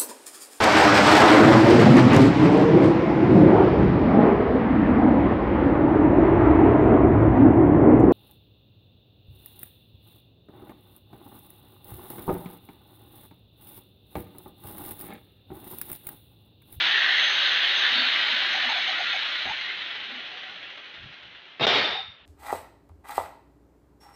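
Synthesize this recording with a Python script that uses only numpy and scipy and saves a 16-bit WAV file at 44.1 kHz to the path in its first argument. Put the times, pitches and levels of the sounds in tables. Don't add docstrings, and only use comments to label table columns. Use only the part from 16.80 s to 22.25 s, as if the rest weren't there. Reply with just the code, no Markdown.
import sys
import numpy as np
from scipy import signal
from scipy.fft import rfft, irfft, next_fast_len
from scipy.io import wavfile
from scipy.ndimage import uniform_filter1d, minimum_filter1d, map_coordinates

SR = 44100
rng = np.random.default_rng(int(sys.argv[2]) if len(sys.argv) > 2 else 0)


def unload_wav(signal):
    wavfile.write(
        sys.argv[1],
        SR,
        np.round(np.clip(np.atleast_2d(signal).T, -1, 1) * 32767).astype(np.int16),
    )


N = 240565
TIME = np.arange(N) / SR

# freq_hz, t60_s
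ROOM_DECAY = [(100, 0.18), (400, 0.1), (1000, 0.3429), (2500, 0.39), (5000, 0.35), (8000, 0.08),
              (12000, 0.54)]
# freq_hz, relative_db
AIR_COLOUR = [(25, -17), (48, -7), (70, 3.5), (150, 1), (500, 4.5), (1000, 4), (3400, 8), (4300, -6),
              (5000, -17.5), (6300, -30.5), (8000, -35.5), (15000, -47.5)]

# start_s, level_db, length_s
PALM_DRAGS = [(1.09, -45, .2), (1.5, -53, 0.14), (1.84, -47.5, .07), (3.27, -51, 0.14)]
GRIP_BUMPS = [(2.65, -48.5, 0.072), (4.17, -51.5, 0.17), (4.38, -63, 0.22), (5.2, -56, 0.16),
              (5.4, -63, .06)]
# start_s, relative_db, pitch_hz
FINGER_CREAKS = [(1.744, -25, 790), (1.83, -29, 766), (1.885, -21, 853), (1.955, -26, 742),
                 (2.074, -25.5, 738), (2.188, -24.5, 754), (2.332, -26.5, 752), (2.649, -27.5, 752),
                 (2.682, -25, 863)]

# start_s, strength_db, thud_offset_db
SLAB_BLOWS = [(4.797, -23.5, -2.5), (4.809, -21, 5.5), (4.8675, 4.5, -11), ]
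# freq_hz, relative_db
CRACK_COLOUR = [(180, -36), (300, -27.5), (420, -3.5), (511, -4), (833, -7), (985, -11), (1320, -8),
                (1610, -7), (1930, -5.5), (2350, -6.5), (3620, -5.5), (5360, -22), (8500, -56.5),
                (11000, -85), (18700, -120)]
THUD_COLOUR = [(40, -36), (70, -15), (130, -2.5), (170, -8), (250, -2.5), (330, -2), (430, 6.5), (520, -1),
               (850, -3.5), (1400, -15), (4000, -73), (8000, -120)]
SPLINTER_COLOUR = [(4000, -19), (6000, 4), (7500, -1), (9000, -30), (13000, -13.5), (15000, -14.5),
                   (15700, -12)]
# pitch_hz, relative_db, t60_s
TILE_MODES = [(454, -11, .15), (749, -1, 0.13), (853, -7, 0.18), (1316, 2, 0.15), (1640, -12.5, .15),
              (2124, -6, 0.18), (3624, 6, 0.22), (3700, 2, 0.27), (4200, -16, 0.18), (4753, -10.5, 0.16),
              (5550, -20, 0.37)]

# pitch_hz, width_hz, relative_db
CHISEL_MODES = [(1540, 38, -26), (2109, 43, -25), (3600, 75, -22), (4303, 240, -24), (4850, 370, -33),
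                (5330, 220, -39)]
# start_s, level_db, pitch_hz, length_s
CHISEL_RINGS = [(0, -29.5, 1810, .48), (.98, -31, 3635, 0.34), (1.139, -34, 4400, 0.12),
                (2.779, -40, 2124, 0.22), (3.359, -56.5, 743, 0.43)]
# pitch_hz, width_hz, relative_db
HOUSING_MODES = [(1734, 110, -13), (1974, 150, -5.5), (3230, 27, -9.5), (3770, 46, -7), (6260, 120, 8)]
# crank_multiple, relative_db
CRANK_TONES = [(1, -53), (2, -48), (3, -46.5), (4, -44.5), (5, -37.5), (6, -45), (8, -38.5), (12, -34),
               (16, -33.5), (41, -19.5)]
# time_s, relative_db
HAMMER_FADER = [(0, -19.5), (.15, -22), (1.27, -22), (2.37, -26), (4.06, -41.5), (4.76, -47)]
# freq_hz, relative_db
FAST_COLOUR = [(65, -66), (110, -32.5), (299, -26), (340, -19.5), (438, -18), (799, -10), (875, -13.5),
               (1190, -9.5), (1750, 0.5), (2210, -4.5), (3360, 2), (3960, -2), (5110, -22.5), (6350, -29.5),
               (8500, -61.5), (11000, -93), (18700, -120)]
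SLOWING_COLOUR = [(65, -69.5), (110, -37.5), (224, -23), (294, -17.5), (471, -20.5), (608, -10),
                  (1050, -12.5), (1480, -2), (2090, -0.5), (2650, -2), (3010, 1), (4030, -2.5), (4750, -18),
                  (6350, -30), (8500, -55.5), (11000, -87.5), (18700, -120)]
SLOW_COLOUR = [(40, -38), (70, -25), (150, -16), (300, -11), (500, -11), (750, -9.5), (1000, -14),
               (1400, -6.5), (1800, -4), (2400, -4), (3100, -1), (4100, -9), (4700, -21.5), (6000, -29),
               (8000, -54.5), (15000, -86)]
HISS_COLOUR = [(6000, -40), (8500, -14.5), (12000, -9.5), (14000, -3.5), (15000, 7.5), (15700, -1)]


def amp(db):
    return 10 ** (np.asarray(db) / 20)


def unit(x):
    return x / np.sqrt(np.mean(x ** 2) + 1e-20)


def along(points, hz):
    freqs, values = np.transpose(points)
    return np.interp(np.log(hz + 1), np.log(freqs + 1), values)


def noise():
    return rng.standard_normal(N)


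def add(track, start_s, sound):
    part = track[max(round(start_s * SR), 0):][:len(sound)]
    part += sound[:len(part)]


def filtered(x, response):
    size = next_fast_len(N + SR // 2)
    return irfft(rfft(x, size) * response(np.fft.rfftfreq(size, 1 / SR)), size)[:N]


def coloured(x, colour):
    size = 8192
    cepstrum = irfft(np.log(amp(along(colour, np.fft.rfftfreq(size, 1 / SR)))))
    cepstrum[1:size // 2] *= 2
    cepstrum[size // 2 + 1:] = 0
    kernel = irfft(np.exp(rfft(cepstrum)))
    return signal.fftconvolve(x, kernel / np.linalg.norm(kernel))[:N]


def resonance(f, hz, width_hz):
    return 1j * f * width_hz / (hz * hz - f * f + 1j * f * width_hz)


def noise_band(hz, width_hz, count):
    f = np.fft.rfftfreq(SR // 2, 1 / SR)
    spectrum = rfft(rng.standard_normal(SR // 2)) * resonance(f, hz, width_hz) ** 2
    return unit(irfft(spectrum)[:count])


def swells(rows, hz, width_hz):
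    out = np.zeros(N)
    for start_s, db, length_s in rows:
        count = int(length_s * SR)
        add(out, start_s, amp(db) * np.hanning(count) ** 0.34 * noise_band(hz, width_hz, count))
    return out


def waver(depth_db, rate_hz):
    knots = rng.standard_normal(256)
    return amp(depth_db * np.tanh(map_coordinates(knots, [TIME * rate_hz], mode="nearest")))


def in_room(x, wet_db):
    hz, t, spectra = signal.stft(rng.standard_normal((12, SR * 3 // 4)), SR, nperseg=256)
    decay = amp(-60 * t / along(ROOM_DECAY, hz)[:, None])
    tails = signal.istft(spectra * decay, SR, nperseg=256)[1]
    hop, predelay_s = SR // 32, .002
    wet = np.zeros(N)
    for i, centre in enumerate(range(0, N + hop, hop)):
        at = np.arange(max(centre - hop, 0), min(centre + hop, N))
        grain = x[at] * np.cos(np.pi / 2 * (at - centre) / hop)
        tail = tails[i % len(tails)]
        if np.abs(grain).max() > 1e-9:
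            add(wet, at[0] / SR + predelay_s, signal.fftconvolve(grain, unit(tail) / np.sqrt(len(tail))))
    return (x + amp(wet_db) * wet) / np.hypot(1, amp(wet_db))


def room_tone():
    return amp(-57) * coloured(noise(), AIR_COLOUR)


def handling():
    out = swells(PALM_DRAGS, hz=250, width_hz=39) + swells(GRIP_BUMPS, hz=90, width_hz=126)
    count = int(0.051 * SR)
    press = np.hanning(count) ** 0.24 * np.linspace(1, .5, count)
    for start_s, db, hz in FINGER_CREAKS:
        creak = noise_band(hz, 120, count)
        squeak = amp(-20.5) * noise_band(6300, 280, count)
        add(out, start_s, amp(db - 8) * press * (creak + squeak))
    t = TIME[:SR // 10]
    knock = amp(-40.5) * np.exp(-t / .018) * noise_band(hz=330, width_hz=520, count=len(t))
    add(out, start_s=2.657, sound=knock)
    return out


def debris(start_s, length_s, db, fade_db, count):
    jitter, strength = rng.random((count, 2)).T
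    progress = (np.arange(count) + jitter) / count
    levels_db = db - fade_db * progress ** 2.38 + 4.6 * (2 * strength - 1)
    return [(s, level_db, -11.5) for s, level_db in zip(start_s + length_s * progress, levels_db)]


def tile_clink(t):
    variations = rng.normal([0, 1], [2.5, .011], (len(TILE_MODES), 2))
    ring = sum(amp(db + extra_db - 60 * t / t60_s) * np.sin(2 * np.pi * hz * detune * t)
               for (hz, db, t60_s), (extra_db, detune) in zip(TILE_MODES, variations))
    attack = np.tanh(t / 0.00055) ** 2
    return attack * ring


def slab():
    cracks, splinters, thuds, clinks = np.zeros((4, N))
    t = TIME[:SR // 2]
    crumbs = debris(start_s=4.812, length_s=0.05, db=-19, fade_db=-2.5, count=5)
    shower = debris(start_s=4.877, length_s=.33, db=-5, fade_db=38, count=26)
    for start_s, db, thud_db in [*SLAB_BLOWS, *crumbs, *shower]:
        snap, push, grit, chance = rng.standard_normal((4, len(t)))
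        crunch = amp(3.5) * grit * (chance > 2.2) * np.exp(-t / .03)
        crack = 2 * np.tanh(snap) * np.exp(-t / .004) + crunch
        crack[0] = 3
        spray = crack + 1.3 * grit * np.exp(-t / .055)
        add(cracks, start_s, amp(db) * crack)
        add(splinters, start_s, amp(db) ** 2 * spray)
        add(thuds, start_s, amp(db + thud_db) * push * np.exp(-t / 0.019))
        add(clinks, start_s, amp(-24 + 0.58 * db) * tile_clink(t))
    crash = coloured(cracks, CRACK_COLOUR) + coloured(thuds, THUD_COLOUR) + clinks
    return in_room(crash, wet_db=7) + amp(-50.5) * coloured(splinters, SPLINTER_COLOUR)


def shard_scrape():
    return swells([(5.14, -31.5, 0.075)], hz=776, width_hz=79)


def crank_speed():
    start_hz, free_hz, run_up_s, switch_off_s = 65.4, 69, .27, 1.05
    friction, drag = 7.6, .0087
    running = free_hz - (free_hz - start_hz) * np.exp(-TIME / run_up_s)
    balance_hz = np.sqrt(friction / drag)
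    coast_s = np.maximum(TIME - switch_off_s, 0)
    coasting = balance_hz * np.tan(np.arctan(free_hz / balance_hz) - drag * balance_hz * coast_s)
    return np.maximum(np.minimum(running, coasting), .5)


def chisel(rattle, gain):
    shimmer = np.zeros(N)
    for hz, width_hz, db in CHISEL_MODES:
        mode = unit(filtered(rattle, lambda f: resonance(f, hz, width_hz) ** 2))
        shimmer += amp(db) * waver(depth_db=7, rate_hz=9) * mode
    rings = sum(swells([(start_s, db, length_s)], hz, width_hz=hz / 20)
                for start_s, db, hz, length_s in CHISEL_RINGS)
    return gain * shimmer + rings


def housing(rattle):
    out = np.zeros(N)
    for hz, width_hz, db in HOUSING_MODES:
        mode = filtered(rattle, lambda f: resonance(f, hz, width_hz))
        out += amp(db) * waver(depth_db=8.2, rate_hz=9.6) * mode
    return out


def crank_whine(turns):
    out = np.zeros(N)
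    for multiple, db in CRANK_TONES:
        gain = amp(db) * waver(depth_db=3.7, rate_hz=9)
        out += gain * np.sqrt(2) * np.sin(2 * np.pi * (multiple * turns + rng.random()))
    return out


def striker(turns, speed, pace):
    since_knock_s = (turns - .5) % 1 / speed
    knock_db = 2 * rng.uniform(-0.38, 1, int(turns[-1]) + 2)
    strength = amp(knock_db)[(turns + .5).astype(int)]
    return unit(noise() * strength * np.exp(-since_knock_s / 0.0091) * pace ** -.25)


def gear_clatter(turns, backlash, teeth):
    tooth = np.floor(turns * teeth).astype(int)
    at = np.flatnonzero(np.diff(tooth))
    wear = rng.standard_normal(teeth)
    clicks = np.zeros(N)
    clicks[at] = wear[tooth[at] % teeth] + backlash * rng.standard_normal(len(at))
    load = 1 + 0.28 * np.cos(2 * np.pi * (turns - .56))
    return load * unit(clicks / np.sqrt(np.gradient(turns)))


def hammer():
    speed = crank_speed()
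    pace = speed / speed.max()
    turns = np.cumsum(speed) / SR
    knocks = amp(-1.5) * striker(turns, speed, pace)
    gears = gear_clatter(turns, backlash=2.7, teeth=41)
    fan = amp(3) * noise()
    works = gears + knocks + fan
    rattle = in_room(works + pace * housing(works), wet_db=1.5)
    fast = np.clip((speed - 55) / 13, 0, 1)
    slow = np.clip((30 - speed) / 14, 0, 1)
    blend = (fast, FAST_COLOUR), (1 - fast - slow, SLOWING_COLOUR), (slow, SLOW_COLOUR)
    body = sum(share * unit(coloured(rattle, colour)) for share, colour in blend)
    whine = pace ** 0.89 * crank_whine(turns)
    hiss = pace ** 0.64 * amp(-41.5) * unit(coloured(rattle, HISS_COLOUR))
    fader_db = np.interp(TIME, *np.transpose(HAMMER_FADER))
    last_turns_db = -24 * np.maximum(TIME - HAMMER_FADER[-1][0], 0)
    machine = amp(fader_db + last_turns_db - 1.24) * (body + whine + hiss)
    return machine + chisel(rattle, gain=amp(fader_db) * pace)


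def scene():
    return (hammer() + slab() + shard_scrape() + handling() + room_tone())[None]


def limiter(x, ceiling_db, release_db_per_s):
    ahead = SR // 90
    over_db = np.maximum(20 * np.log10(np.abs(x) + 1e-9) - ceiling_db, 0)
    needed_db = -minimum_filter1d(-over_db, ahead, origin=-(ahead // 2))
    release_db = release_db_per_s * TIME
    cut_db = np.maximum.accumulate(needed_db + release_db) - release_db
    return x * amp(-uniform_filter1d(cut_db, size=64))


def record(dry):
    limited = limiter(dry[0], ceiling_db=-7, release_db_per_s=30)
    return filtered(limited, lambda hz: hz < 15750)[None]


dry = scene()
out = record(dry)
unload_wav(out)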